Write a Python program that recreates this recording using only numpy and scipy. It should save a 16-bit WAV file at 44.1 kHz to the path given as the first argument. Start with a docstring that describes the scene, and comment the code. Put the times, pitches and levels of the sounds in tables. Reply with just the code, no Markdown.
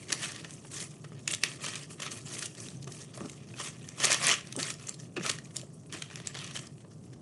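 """Gloved hands press and gather sticky clay on baking paper on a wooden table, close to a small microphone.
Each push sets off showers of tiny clicks: the sheet crackles as it flexes and the gloves hiss over it.
Folds snap as a pop with a burst of noise, and bumps on the table thud as fading tones with a noisy smear.
A jar lid clacks and scrapes as it is moved, made from short ringing tones and noise.
Sheet and table resonances colour the handling; a small room and a low ventilation rumble surround it."""
import sys
import numpy as np
from scipy import signal
from scipy.fft import rfft, irfft, next_fast_len
from scipy.io import wavfile
from scipy.ndimage import uniform_filter1d

SR = 44100
rng = np.random.default_rng(int(sys.argv[2]) if len(sys.argv) > 2 else 0)


def store_wav(level_fs):
    """Save 16-bit WAV to argv[1]."""
    pcm = np.round(np.clip(np.atleast_2d(level_fs), -1, 1) * 32767)
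    wavfile.write(sys.argv[1], SR, pcm.T.astype(np.int16))


N = 317961

# Ventilation spectrum. Each row: frequency in Hz, relative strength in dB per Hz.
RUMBLE_SPECTRUM = [(20, -28), (45, -44), (60, -24), (80, -16), (115, -0.5), (150, 1.5), (200, -8),
                   (280, -11.5), (390, -15), (500, -22), (680, -25), (900, -35.5), (2000, -45),
                   (11000, -64)]
# Lid taps as it is picked up and set down. Each row: start in seconds, level in dB before a shared cut.
LID_TAPS = [(1.2773, -24), (1.3084, -32), (1.3385, -28), (1.4349, -27), (1.4365, -12.5), (1.4376, -27)]
# Lid scraping over the sheet. Each row: middle in seconds, length in seconds, level in dB.
LID_SLIDES = [(1.281, 0.01, -36), (1.311, 0.016, -35), (1.457, 0.06, -40.5)]
# Ringing tones of the plastic lid. Each row: pitch in Hz, level in dB, time to fade by 60 dB in seconds.
LID_MODES = [(2680, -1.5, 0.013), (3290, -2, 0.008), (4330, -15, 0.004), (5560, -3, 0.0058),
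             (8265, 3, 0.005)]
# Lid rattle and scrape spectrum. Each row: frequency in Hz, relative strength in dB per Hz.
CLACK_SPECTRUM = [(100, -38), (500, 1), (880, -37), (1300, -17), (2000, 5), (3000, 10.5), (4500, -6),
                  (6500, -2), (10000, -10), (12000, -4)]
# Hands and clay bumping the table. Each row: start in seconds, level in dB before a shared cut,
# hardness in dB (harder is brighter and noisier), pitch of the thud in Hz.
BUMPS = [(.123, -39, 2, 296), (1.437, -43, 5, 480), (2.871, -43.5, -6.5, 380), (3.174, -43.5, -0.5, 586),
         (3.207, -38.5, -5.5, 380), (3.209, -38.5, -12, 195), (3.246, -40, -7, 259), (3.597, -39, 8, 380),
         (3.999, -45.5, 9.5, 557), (4.043, -35, 0, 400), (4.1, -34, -10, 597), (4.285, -47, -3, 560),
         (4.554, -40.5, -8, 140.8), (4.571, -37.5, -15, 354), (4.58, -33, -9.5, 267),
         (5.166, -38, -10, 399.6), (5.176, -32.5, -16, 351), (5.197, -35.5, -30.5, 180.4),
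         (5.34, -40, -27.5, 138.8), (5.631, -49, -14, 585), (5.939, -44, -5, 326)]
# Spectrum of bump smear and table rumble. Each row: frequency in Hz, relative strength in dB per Hz.
BUMP_SPECTRUM = [(30, -33), (70, -19), (130, 4), (220, 4.5), (380, 4), (500, -3), (620, -3), (850, -12),
                 (1200, -10), (1800, -31), (4000, -83)]
# Resonances of sheet and table top. Each row: centre in Hz, width in Hz, height added to a gain of 1 in dB.
SHEET_RESONANCES = [(395, 33, -7), (579, 16, -1), (1300, 76, -13.5), (1812, 295, 1), (2484, 320, -7),
                    (3280, 420, -10.5), (4430, 270, -9), (5610, 106, -0.5), (6310, 220, -3),
                    (7150, 78, -22)]
# Folds that snap out of the rustle. Each row: time of the pop in seconds, level in dB before a shared cut,
# brightness in dB per octave, time for the run along the fold to fade by 60 dB in seconds,
# pitch of the flipped facet in Hz.
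CREASES = [(0.1045, -32, -4, 0.028, 2120), (0.1223, -28, 2, 0.01, 1770), (0.1268, -20, 1, 0.015, 2030),
           (0.232, -35, -2, 0.016, 1600), (0.246, -33, -1, 0.039, 2500), (0.258, -36.5, -3, 0.011, 1600),
           (0.293, -48, -3, 0.029, 1596), (0.3198, -38, 1, 0.008, 1400), (0.363, -40, 0, 0.0068, 2880),
           (0.4463, -36, -5.5, 0.051, 1820), (0.508, -42, -1, 0.0072, 8340), (0.538, -47, 7, 0.011, 6500),
           (0.65, -46, -9, 0.025, 9500), (0.781, -38, -0.5, 0.041, 5000), (0.803, -35, 0.5, 0.046, 4100),
           (0.825, -36, 4, 0.036, 9100), (1.046, -41.5, -8, 0.028, 1303),
           (1.1203, -47.5, -10, 0.0082, 1246), (1.193, -54, 1, 0.007, 7000),
           (1.2775, -25.5, 12, 0.011, 6970), (1.2791, -29, -2, 0.012, 2800), (1.3125, -30, 14, 0.02, 8500),
           (1.323, -30, 19, 0.012, 8600), (1.334, -30, -3.5, 0.015, 3480),
           (1.3379, -27, -2.5, 0.0085, 7500), (1.3435, -36, 4, 0.01, 3730), (1.348, -28.5, 6, 0.011, 3680),
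           (1.5171, -42, -4, 0.008, 3200), (1.6432, -37, -5, 0.015, 2380), (1.6631, -33, 5, 0.014, 3080),
           (1.667, -33, -5, 0.016, 2850), (1.6852, -34, -3, 0.018, 1920), (1.7197, -45, -5.5, 0.007, 2190),
           (1.736, -38.5, -4, 0.013, 3120), (1.7448, -42.5, -4.5, 0.011, 3780),
           (1.7562, -32.5, 1, 0.014, 3430), (1.761, -35, -4.5, 0.02, 2414), (1.7773, -44, -1, 0.008, 3000),
           (1.793, -48, -2, 0.009, 3500), (1.834, -43.5, 2.5, 0.021, 4940), (1.909, -46, -5, 0.031, 1214),
           (2.0, -39.5, -7.5, 0.011, 1300), (2.003, -36, -2.5, 0.018, 1100),
           (2.022, -31.5, -2, 0.024, 2930), (2.031, -38, 1, 0.027, 3260), (2.0646, -34.5, -4, 0.023, 1304),
           (2.34, -38.5, 0, 0.018, 3910), (2.3857, -39, 7.5, 0.024, 9800), (2.392, -32.5, 1.5, 0.02, 9500),
           (2.4266, -29.5, -1, 0.043, 1417), (2.4582, -31, 3.5, 0.031, 2900), (2.551, -46, 1, 0.008, 2910),
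           (2.603, -39, 4.5, 0.021, 6020), (2.667, -45, 0, 0.023, 2760), (2.686, -41, 1.5, 0.009, 3680),
           (2.7035, -50.5, -2, 0.015, 4650), (2.827, -44, 1, 0.047, 4070), (2.844, -45, 4, 0.0078, 6450),
           (2.876, -41.5, -1.5, 0.034, 1117), (2.922, -39.5, 3, 0.015, 6300),
           (3.14, -46.5, -4, 0.025, 4830), (3.1755, -45, 8, 0.012, 1010), (3.207, -43, -8, 0.007, 1090),
           (3.259, -44.5, -3, 0.026, 5500), (3.2977, -40.5, 4, 0.012, 2190), (3.317, -48, 5.5, 0.01, 7140),
           (3.5409, -43, -9.5, 0.014, 2560), (3.5665, -50, -7, 0.0084, 3030),
           (3.6014, -35, -0.5, 0.017, 1786), (3.6718, -39, -4.5, 0.013, 1420),
           (3.686, -43, 0.5, 0.012, 2210), (3.889, -37.5, 0.5, 0.016, 6130),
           (4.0025, -30, -1.5, 0.013, 2990), (4.01, -36.5, -1, 0.022, 3200), (4.038, -28, 0.5, 0.025, 3150),
           (4.045, -16.5, 0, 0.051, 2284), (4.053, -18.5, 5, 0.017, 8640), (4.107, -22, -3.5, 0.03, 4660),
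           (4.1148, -27, 3, 0.008, 7500), (4.119, -20, 2, 0.017, 1800), (4.1285, -20, 6, 0.013, 5500),
           (4.135, -26.5, 0.5, 0.016, 3700), (4.145, -23.5, -1, 0.01, 1390), (4.1513, -33, -4, 0.011, 4370),
           (4.229, -32, 4, 0.011, 8500), (4.2692, -20, 4, 0.013, 9630), (4.282, -23.5, 10, 0.012, 6270),
           (4.286, -23, -2, 0.015, 2084), (4.2922, -19.5, -6, 0.0093, 1997),
           (4.299, -21.5, -2, 0.012, 2700), (4.3038, -25, -3, 0.013, 1310), (4.314, -27, -3, 0.017, 2400),
           (4.324, -30, 3, 0.012, 1715), (4.33, -25.5, -3, 0.022, 1660), (4.34, -38, -6.5, 0.025, 2420),
           (4.41, -41, -4.5, 0.025, 1930), (4.472, -44, -0.5, 0.0074, 4260), (4.526, -35, 2.5, 0.012, 2630),
           (4.5643, -31.5, 4.5, 0.0063, 8400), (4.5915, -32.5, -3, 0.014, 1600),
           (4.6003, -31, 1.5, 0.03, 1600), (4.6297, -26.5, 1, 0.014, 4300), (4.703, -29, -0.5, 0.018, 2230),
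           (4.7406, -42, 6, 0.011, 5330), (4.8713, -37, 11, 0.012, 6240), (4.887, -36, -4.5, 0.032, 7200),
           (4.893, -29, 6.5, 0.0063, 7300), (4.943, -42, 4.5, 0.024, 4050), (5, -45, -0.5, 0.022, 5600),
           (5.167, -31.5, -6.5, 0.026, 2680), (5.1749, -31.5, -9.5, 0.047, 2660),
           (5.198, -41, -5, 0.012, 2480), (5.21, -35.5, -9.5, 0.015, 2006), (5.253, -30, -9, 0.045, 1290),
           (5.264, -27.5, -2, 0.017, 2490), (5.2943, -26, 0, 0.029, 1990), (5.299, -22, -2.5, 0.021, 2000),
           (5.3146, -31.5, 5, 0.014, 2770), (5.3867, -38.5, -3, 0.01, 1900), (5.5614, -40, 6, 0.018, 3650),
           (5.567, -27.5, 9.5, 0.01, 3730), (5.5962, -44, 0, 0.01, 4500), (5.615, -44, 4, 0.008, 3025),
           (5.9258, -36.5, 2, 0.01, 3320), (5.9475, -39, -5.5, 0.032, 2570),
           (6.023, -30.5, -3, 0.014, 3330), (6.1017, -44.5, -5.5, 0.015, 2390),
           (6.1118, -44, -7, 0.01, 2420), (6.132, -49, -3.5, 0.018, 1610), (6.14, -48, -5, 0.014, 3030),
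           (6.158, -36, -1, 0.01, 2420), (6.175, -45, -6, 0.012, 6300), (6.2013, -41.5, -6.5, 0.019, 2520),
           (6.2608, -46, -1.5, 0.011, 3670), (6.2722, -27.5, -1.5, 0.012, 8000),
           (6.279, -44, 0, 0.0083, 4500), (6.345, -43, -2, 0.008, 3370), (6.351, -38, -3.5, 0.01, 2010),
           (6.3575, -39.5, -6, 0.011, 4600), (6.372, -37.5, -4.5, 0.026, 3440),
           (6.3897, -37, -3, 0.011, 4370), (6.4157, -40.5, -3, 0.014, 2990), (6.444, -38, 1, 0.024, 6080),
           (6.465, -45, 1.5, 0.014, 2520), (6.476, -42, -1, 0.012, 3790),
           (6.5118, -40.5, -3.5, 0.025, 3370), (6.556, -34.5, -3.5, 0.036, 3460),
           (6.5642, -31, -1, 0.031, 3130), (6.5726, -35, -2.5, 0.02, 3080), (6.5915, -37, -1, 0.019, 3070),
           (6.6702, -44, 1.5, 0.014, 5200), (6.782, -58, -6.5, 0.011, 2850),
           (6.807, -55, -3.5, 0.031, 9150), (6.848, -52, -9.5, 0.025, 1003), (6.914, -56, -4, 0.026, 1375),
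           (7.133, -50.5, -1.5, 0.04, 1600)]
# Spectrum of snapping folds. Each row: frequency in Hz, relative strength in dB per Hz.
SNAP_SPECTRUM = [(50, -37), (150, -39.5), (450, -6.5), (680, -6.5), (900, -7), (1200, -0.5), (2000, -2),
                 (3000, 4.5), (4500, 3.5), (7000, 6.5), (9000, 3), (10500, -0.5), (12000, -12.5)]
# Spectrum of the flexing sheet. Each row: frequency in Hz, relative strength in dB per Hz.
CRACKLE_SPECTRUM = [(40, -31), (100, -25), (250, -7), (400, -5.5), (650, 4.5), (900, -3), (1150, 9.5),
                    (1500, 0.5), (2000, 5), (3000, 8), (4200, 2.5), (6000, 2), (11000, -26.5)]
# Spectrum of the gloves' hiss. Each row: frequency in Hz, relative strength in dB per Hz.
SCUFF_SPECTRUM = [(500, -52), (2000, -15.5), (3500, -8.5), (5000, 0), (6500, 2.5), (7500, 4), (9000, 4),
                  (10500, -1), (12000, -12)]
# Pushes of the hands. Each row: start in seconds, length in seconds, crackle of the flexing sheet in dB,
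# hiss of gloves and clay in dB, swell from start to end in dB.
PUSHES = [(0.096, 0.033, -45, -43, 3.5), (0.162, 0.045, -47, -45.5, 5.5), (0.22, 0.066, -44, -42, -0.5),
          (0.349, 0.051, -48.5, -53, -5), (0.496, 0.059, -62.5, -58, -13), (0.728, 0.1, -51, -43, 3.5),
          (0.831, 0.029, -54.5, -49.5, -5), (0.91, 0.05, -61.5, -55.5, 3.5), (1.052, 0.13, -64.5, -70, 9.5),
          (1.306, 0.0093, -42, -42, -2.5), (1.44, 0.12, -51.5, -48, -6), (1.625, 0.2, -48.5, -47.5, -9),
          (1.907, 0.024, -57, -48, -2.5), (2.028, 0.032, -41, -45, 1), (2.119, 0.072, -51, -45.5, -5),
          (2.263, 0.18, -50, -44, 3.5), (2.581, 0.19, -60, -52.5, -12), (2.915, 0.11, -58, -50, 3.5),
          (3.151, 0.21, -60, -55.5, -7), (3.577, 0.09, -48, -44.5, 3.5), (3.768, 0.13, -64, -60, 6.5),
          (4.007, 0.033, -34.5, -32.5, 6.5), (4.071, 0.058, -31, -37, 2), (4.161, 0.063, -38.5, -40.5, 4),
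          (4.241, 0.083, -30.5, -33.5, 4), (4.369, 0.09, -53, -58, -20.5), (4.599, 0.1, -45.5, -41, -3.5),
          (4.802, 0.095, -55.5, -52, 1.5), (4.991, 0.067, -63.5, -57.5, -1.5),
          (5.235, 0.069, -41.5, -42.5, 1.5), (5.38, 0.12, -63, -59.5, 0.5), (5.56, 0.041, -55.5, -48, -2),
          (5.744, 0.026, -83, -60, -10), (5.937, 0.13, -52.5, -55, -11), (6.12, 0.18, -56, -58, 0.5),
          (6.357, 0.16, -51, -56, -9), (6.55, 0.11, -54.5, -53, -5)]
# Kneading between pushes, lighter when the fingers lift the clay off the sheet.
# Each row: time in seconds, crackle in dB, hiss in dB.
KNEADING = [(0, -57, -52.5), (1, -72, -61.5), (3, -65.5, -62.5), (4.501, -58.5, -60.5), (5.1, -73, -66.5),
            (7.2, -74.5, -65.5)]

RUMBLE_DB = -48.5  # the level it wavers around
ROOM_T60_S, ROOM_DB = 0.25, -12.5  # fade by 60 dB; tail against the direct sound
TOP_HZ = 11150
CRACK_HZ = 3260  # the lid's rim lands with one short swing of pressure around this pitch
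# Soft clay pushes gradually and damps the table; the noise level is for a hardness of -9.5 dB
THUD_ATTACK_CYCLES, THUD_RING_CYCLES, THUD_NOISE_DB = 1.3, 15, -3
SMALL_CREASES_PER_S, SMALL_CREASE_DB = 55, -13  # level against the crackle of the flexing sheet
GIVE_SHARE = 0.76  # build-up before a pop, as a share of the run after it
EVEN_RUN_S = 0.0072  # for a run this long, the first pop is about as strong as the later ones together
FACET_WIDTH, FACET_DB = 0.11, 6.5  # width as a share of its pitch; height added to a gain of 1
ATTACK_DB_PER_S, RELEASE_DB_PER_S = 479.5, 290  # a push builds quickly, the sheet relaxes more slowly


def undb(db):
    """Turn decibels into gain."""
    return 10 ** (np.asarray(db) / 20)


def unit(x):
    """Scale a sound to an rms of 1."""
    return x / np.sqrt(np.mean(x ** 2) + 1e-20)


def add(out, s, x):
    """Mix x into out from time s in seconds."""
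    i = max(int(s * SR), 0)
    out[i:i + len(x)] += x[:max(len(out) - i, 0)]


def through(x, response):
    """Pass a sound through a response and keep its length."""
    return signal.fftconvolve(x, response)[:len(x)]


def fade(t, t60):
    """A steady fade that loses 60 dB in t60."""
    return np.exp(-np.log(1000) * t / t60)


def highpass(x, hz):
    """Take away the sound below hz."""
    return signal.sosfilt(signal.butter(2, hz, "high", fs=SR, output="sos"), x)


def colour(points, tilt_db=0, peaks=(), size=4096):
    """Make a filter of unit energy from a spectrum, tilted by dB per octave, with resonances on top."""
    f = np.fft.rfftfreq(size, 1 / SR) + 1
    hz, db = np.transpose(points)
    spectrum_db = np.interp(np.log(f), np.log(hz), db)
    gain = undb(spectrum_db + tilt_db * np.log2(np.clip(f, 200, 9000)))
    for centre, width, peak_db in peaks:
        gain = gain * (1 + undb(peak_db) / (1 + (2 * (f - centre) / width) ** 2))
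    # folding the cepstrum makes the response start at once, with nothing before time zero
    cepstrum = irfft(np.log(gain))
    cepstrum[1:size // 2] *= 2
    cepstrum[size // 2 + 1:] = 0
    response = irfft(np.exp(rfft(cepstrum)))
    return response / np.linalg.norm(response)


def tail(t60):
    """Fading noise of unit energy."""
    t = np.arange(SR // 2) / SR
    x = rng.standard_normal(len(t)) * fade(t, t60)
    return x / np.linalg.norm(x)


def walk(rate):
    """A smooth random wander with a spread near 1 that heads for a new value rate times a second."""
    steps = rng.standard_normal(N // 10)
    return np.interp(np.arange(N) * rate / SR, np.arange(len(steps)), steps) * np.sqrt(3 / 2)


def slips(rate, spread_db):
    """Tiny sudden slips, rate a second, of random size; each short stretch spends about the same energy."""
    happens = rng.random(N) < rate / SR
    sizes = undb(spread_db * np.minimum(rng.exponential(size=N), 3.8))
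    x = happens * sizes * rng.choice([-1, 1], N)
    nearby_energy = np.abs(uniform_filter1d(x ** 2, size=2200))
    return x / np.sqrt(nearby_energy + 1e-6)


def tear(clicks, t60, pop_db):
    """Every click is a pop followed by its own brief spray of fibre noise, so no two sound the same."""
    energy = through(clicks ** 2, tail(t60)[:2048] ** 2)
    spray = np.sqrt(np.abs(energy)) * rng.standard_normal(N)
    return unit(undb(pop_db) * clicks + spray)


def facets(clicks, low_hz, high_hz, t60):
    """Each click flips a small facet of the sheet, which rings briefly at its own pitch."""
    out, t = np.zeros(N), np.arange(512) / SR
    chance = rng.random((N // 20, 2))
    for i, (pitch, length) in zip(np.flatnonzero(clicks), chance):
        hz = low_hz * (high_hz / low_hz) ** pitch
        ring = np.sin(2 * np.pi * hz * t) * fade(t, t60 * (.5 + length))
        add(out, i / SR, clicks[i] * ring / np.linalg.norm(ring))
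    return unit(out)


def shimmer(x, flicker_db, rate, count=20):
    """Quarter-octave bands of a sound swell and fade at random, each on its own."""
    size = next_fast_len(N)
    band_of = 4 * np.log2(np.fft.rfftfreq(size, 1 / SR) / 450 + 1e-6)
    spectrum, out = rfft(x, size), 0
    for band in np.eye(count):
        share = np.interp(band_of, np.arange(count), band)
        # the last term keeps the average energy about the same
        gain = undb(flicker_db * walk(rate) - flicker_db ** 2 / 10)
        out = out + irfft(spectrum * share, size)[:N] * gain
    return out


def ventilation():
    """Moving air gives a low rumble: coloured noise that wavers slightly."""
    rumble = unit(through(rng.standard_normal(N), colour(RUMBLE_SPECTRUM)))
    return rumble * undb(RUMBLE_DB + 1.1 * walk(rate=9.4))


def room(x):
    """The walls answer the direct sound with a short, duller tail of fading noise."""
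    response = np.zeros(SR)
    response[0] = 1
    walls = through(tail(ROOM_T60_S), colour([(100, -1.5), (3000, -1.5), (6000, -2.5), (11000, -3.0), (20000, -4.0)]))
    add(response, .004, undb(ROOM_DB) * walls)
    return through(x, response / np.linalg.norm(response))


def lid():
    """The plastic lid is picked up, clacks down and is pushed along; the paper damps its ringing at once."""
    out, t = np.zeros(N), np.arange(2048) / SR
    ring = sum(undb(db) * np.cos(2 * np.pi * hz * t) * fade(t, t60) for hz, db, t60 in LID_MODES)
    rattle = through(tail(t60=0.025)[:len(t)], colour(CLACK_SPECTRUM))
    swing = 2 * np.pi * CRACK_HZ * t - np.pi
    crack = highpass(swing * np.exp(-swing ** 2 / 2), 1500)
    clack = undb(-2.0) * unit(crack) + undb(-10) * unit(ring) + undb(-1.5) * unit(rattle)
    for s, db in LID_TAPS:
        add(out, s, clack * undb(db - 16.5))
    # scraping is a run of tiny slips that keep striking the lid
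    rubbed = through(slips(rate=2400, spread_db=-4.0), ring)
    scrape = unit(through(rubbed, colour(CLACK_SPECTRUM)))
    time = np.arange(N) / SR
    for s, length, db in LID_SLIDES:
        out += scrape * undb(db) * np.exp(-(2 * (time - s) / length) ** 2)
    return out


def bumps():
    """Soft blows make the table top thud, each at its own pitch; harder ones smear more brightly."""
    out, t = np.zeros(N), np.arange(SR // 2) / SR
    for s, db, hard_db, hz in BUMPS:
        cycles = hz * t
        attack = 1 - np.exp(-(cycles / THUD_ATTACK_CYCLES) ** 2)
        thud = np.sin(2 * np.pi * cycles) * attack * fade(cycles, THUD_RING_CYCLES)
        smear = through(tail(t60=0.11), colour(BUMP_SPECTRUM, (hard_db + 15.0) / 2, SHEET_RESONANCES))
        blow = unit(thud) + undb(THUD_NOISE_DB + (hard_db + 9.5) / 2) * unit(smear)
        add(out, s, unit(blow) * undb(db - 16.5))
    return out


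def creases():
    """A fold starts to give, pops, and an uneven avalanche runs along it: short runs snap, long runs crunch."""
    out, lead = np.zeros(N), SR // 125  # at most 8 ms of giving before the pop
    for s, db, tilt_db, run_s, facet_hz in CREASES:
        # a reversed tail grows towards the pop
        giving = np.sqrt(abs(GIVE_SHARE) / 2) * tail(GIVE_SHARE * run_s)[:lead][::-1]
        burst = np.concatenate([giving, tail(run_s)])[:2048] * run_s / EVEN_RUN_S
        burst *= np.repeat(undb(3 * rng.standard_normal(64) - 1), 32)  # uneven in short steps
        burst[lead] += 1  # the pop itself
        facet = (facet_hz, FACET_WIDTH * facet_hz, FACET_DB)
        snap = through(burst, colour(SNAP_SPECTRUM, tilt_db, [*SHEET_RESONANCES, facet]))
        add(out, s - lead / SR, unit(snap) * undb(db - 11.5))
    return highpass(out, 200)  # a thin sheet radiates almost no bass


def effort():
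    """Levels of crackle and hiss in dB: each push builds out of the kneading, swells or eases, and lets go."""
    t = np.arange(N) / SR
    times, *levels = np.transpose(KNEADING)
    flex_db, scuff_db = (np.interp(t, times, level) for level in levels)
    for s, length, crackle_db, hiss_db, swell_db in PUSHES:
        shape_db = np.interp(t, [s, s + length], [-swell_db / 2, swell_db / 2])
        shape_db -= ATTACK_DB_PER_S * np.maximum(s - t, 0)
        shape_db -= RELEASE_DB_PER_S * np.maximum(t - s - length, 0)
        flex_db = np.maximum(flex_db, crackle_db + shape_db)
        scuff_db = np.maximum(scuff_db, hiss_db + shape_db)
    return flex_db, scuff_db


def small_creases():
    """Lesser folds pop at random, as strongly as the sheet is flexed, each flipping a facet of its own pitch."""
    flex_db, _ = effort()
    folds = slips(rate=SMALL_CREASES_PER_S, spread_db=0.5)
    pops = tear(folds, t60=0.007, pop_db=1.0)
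    pops += undb(-6.5) * facets(folds, low_hz=1310, high_hz=7000, t60=0.0039)
    loudness = undb(flex_db + SMALL_CREASE_DB)
    return through(pops * loudness, colour(SNAP_SPECTRUM, tilt_db=-1.5, peaks=SHEET_RESONANCES))


def table_slide(scuff_db):
    """Hands sliding about make the table top rumble, louder when they scuff harder."""
    rumble = through(rng.standard_normal(N), colour(BUMP_SPECTRUM))
    return rumble * undb(-56.0 + 0.39 * (scuff_db + 52.0))


def rustle():
    """The sheet buckles in tiny clicks, faster when pushed harder; gloves add finer stick-slip grains."""
    flex_db, scuff_db = effort()
    buckles = slips(330 * undb(.45 * (flex_db + 49)), spread_db=0.0)
    peels = slips(rate=160, spread_db=2.5)  # tacky clay letting go of the gloves
    grains = slips(rate=6000, spread_db=3.0)
    grip_db = 2.0 * walk(rate=60)  # the fingers catch and slide

    flex = undb(1.0) * tear(buckles + grains / 2, t60=0.032, pop_db=-5.5)
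    flex += undb(-23.5) * facets(buckles, low_hz=1640, high_hz=5700, t60=0.0076)

    rubbing = undb(-11.0) * buckles + undb(-9.0) * peels + grains
    scuff = undb(-1.5) * tear(rubbing, t60=0.0098, pop_db=-6.0)
    scuff += undb(-14.5) * facets(peels + undb(-5) * buckles, low_hz=4000, high_hz=11000, t60=0.0099)

    sound = through(flex * undb(flex_db + grip_db), colour(CRACKLE_SPECTRUM, peaks=SHEET_RESONANCES))
    sound += through(scuff * undb(scuff_db + grip_db), colour(SCUFF_SPECTRUM, peaks=SHEET_RESONANCES))
    return shimmer(sound, flicker_db=3.0, rate=70) + table_slide(scuff_db)


def scene():
    """All the handling, heard in the room over the ventilation."""
    handling = rustle() + creases() + small_creases() + lid() + bumps()
    return (room(handling) + ventilation())[None]


def record(dry):
    """The small microphone passes almost nothing above its top frequency."""
    return signal.sosfilt(signal.ellip(7, .3, 65, TOP_HZ, fs=SR, output="sos"), dry)


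dry = scene()
out = record(dry)
store_wav(out)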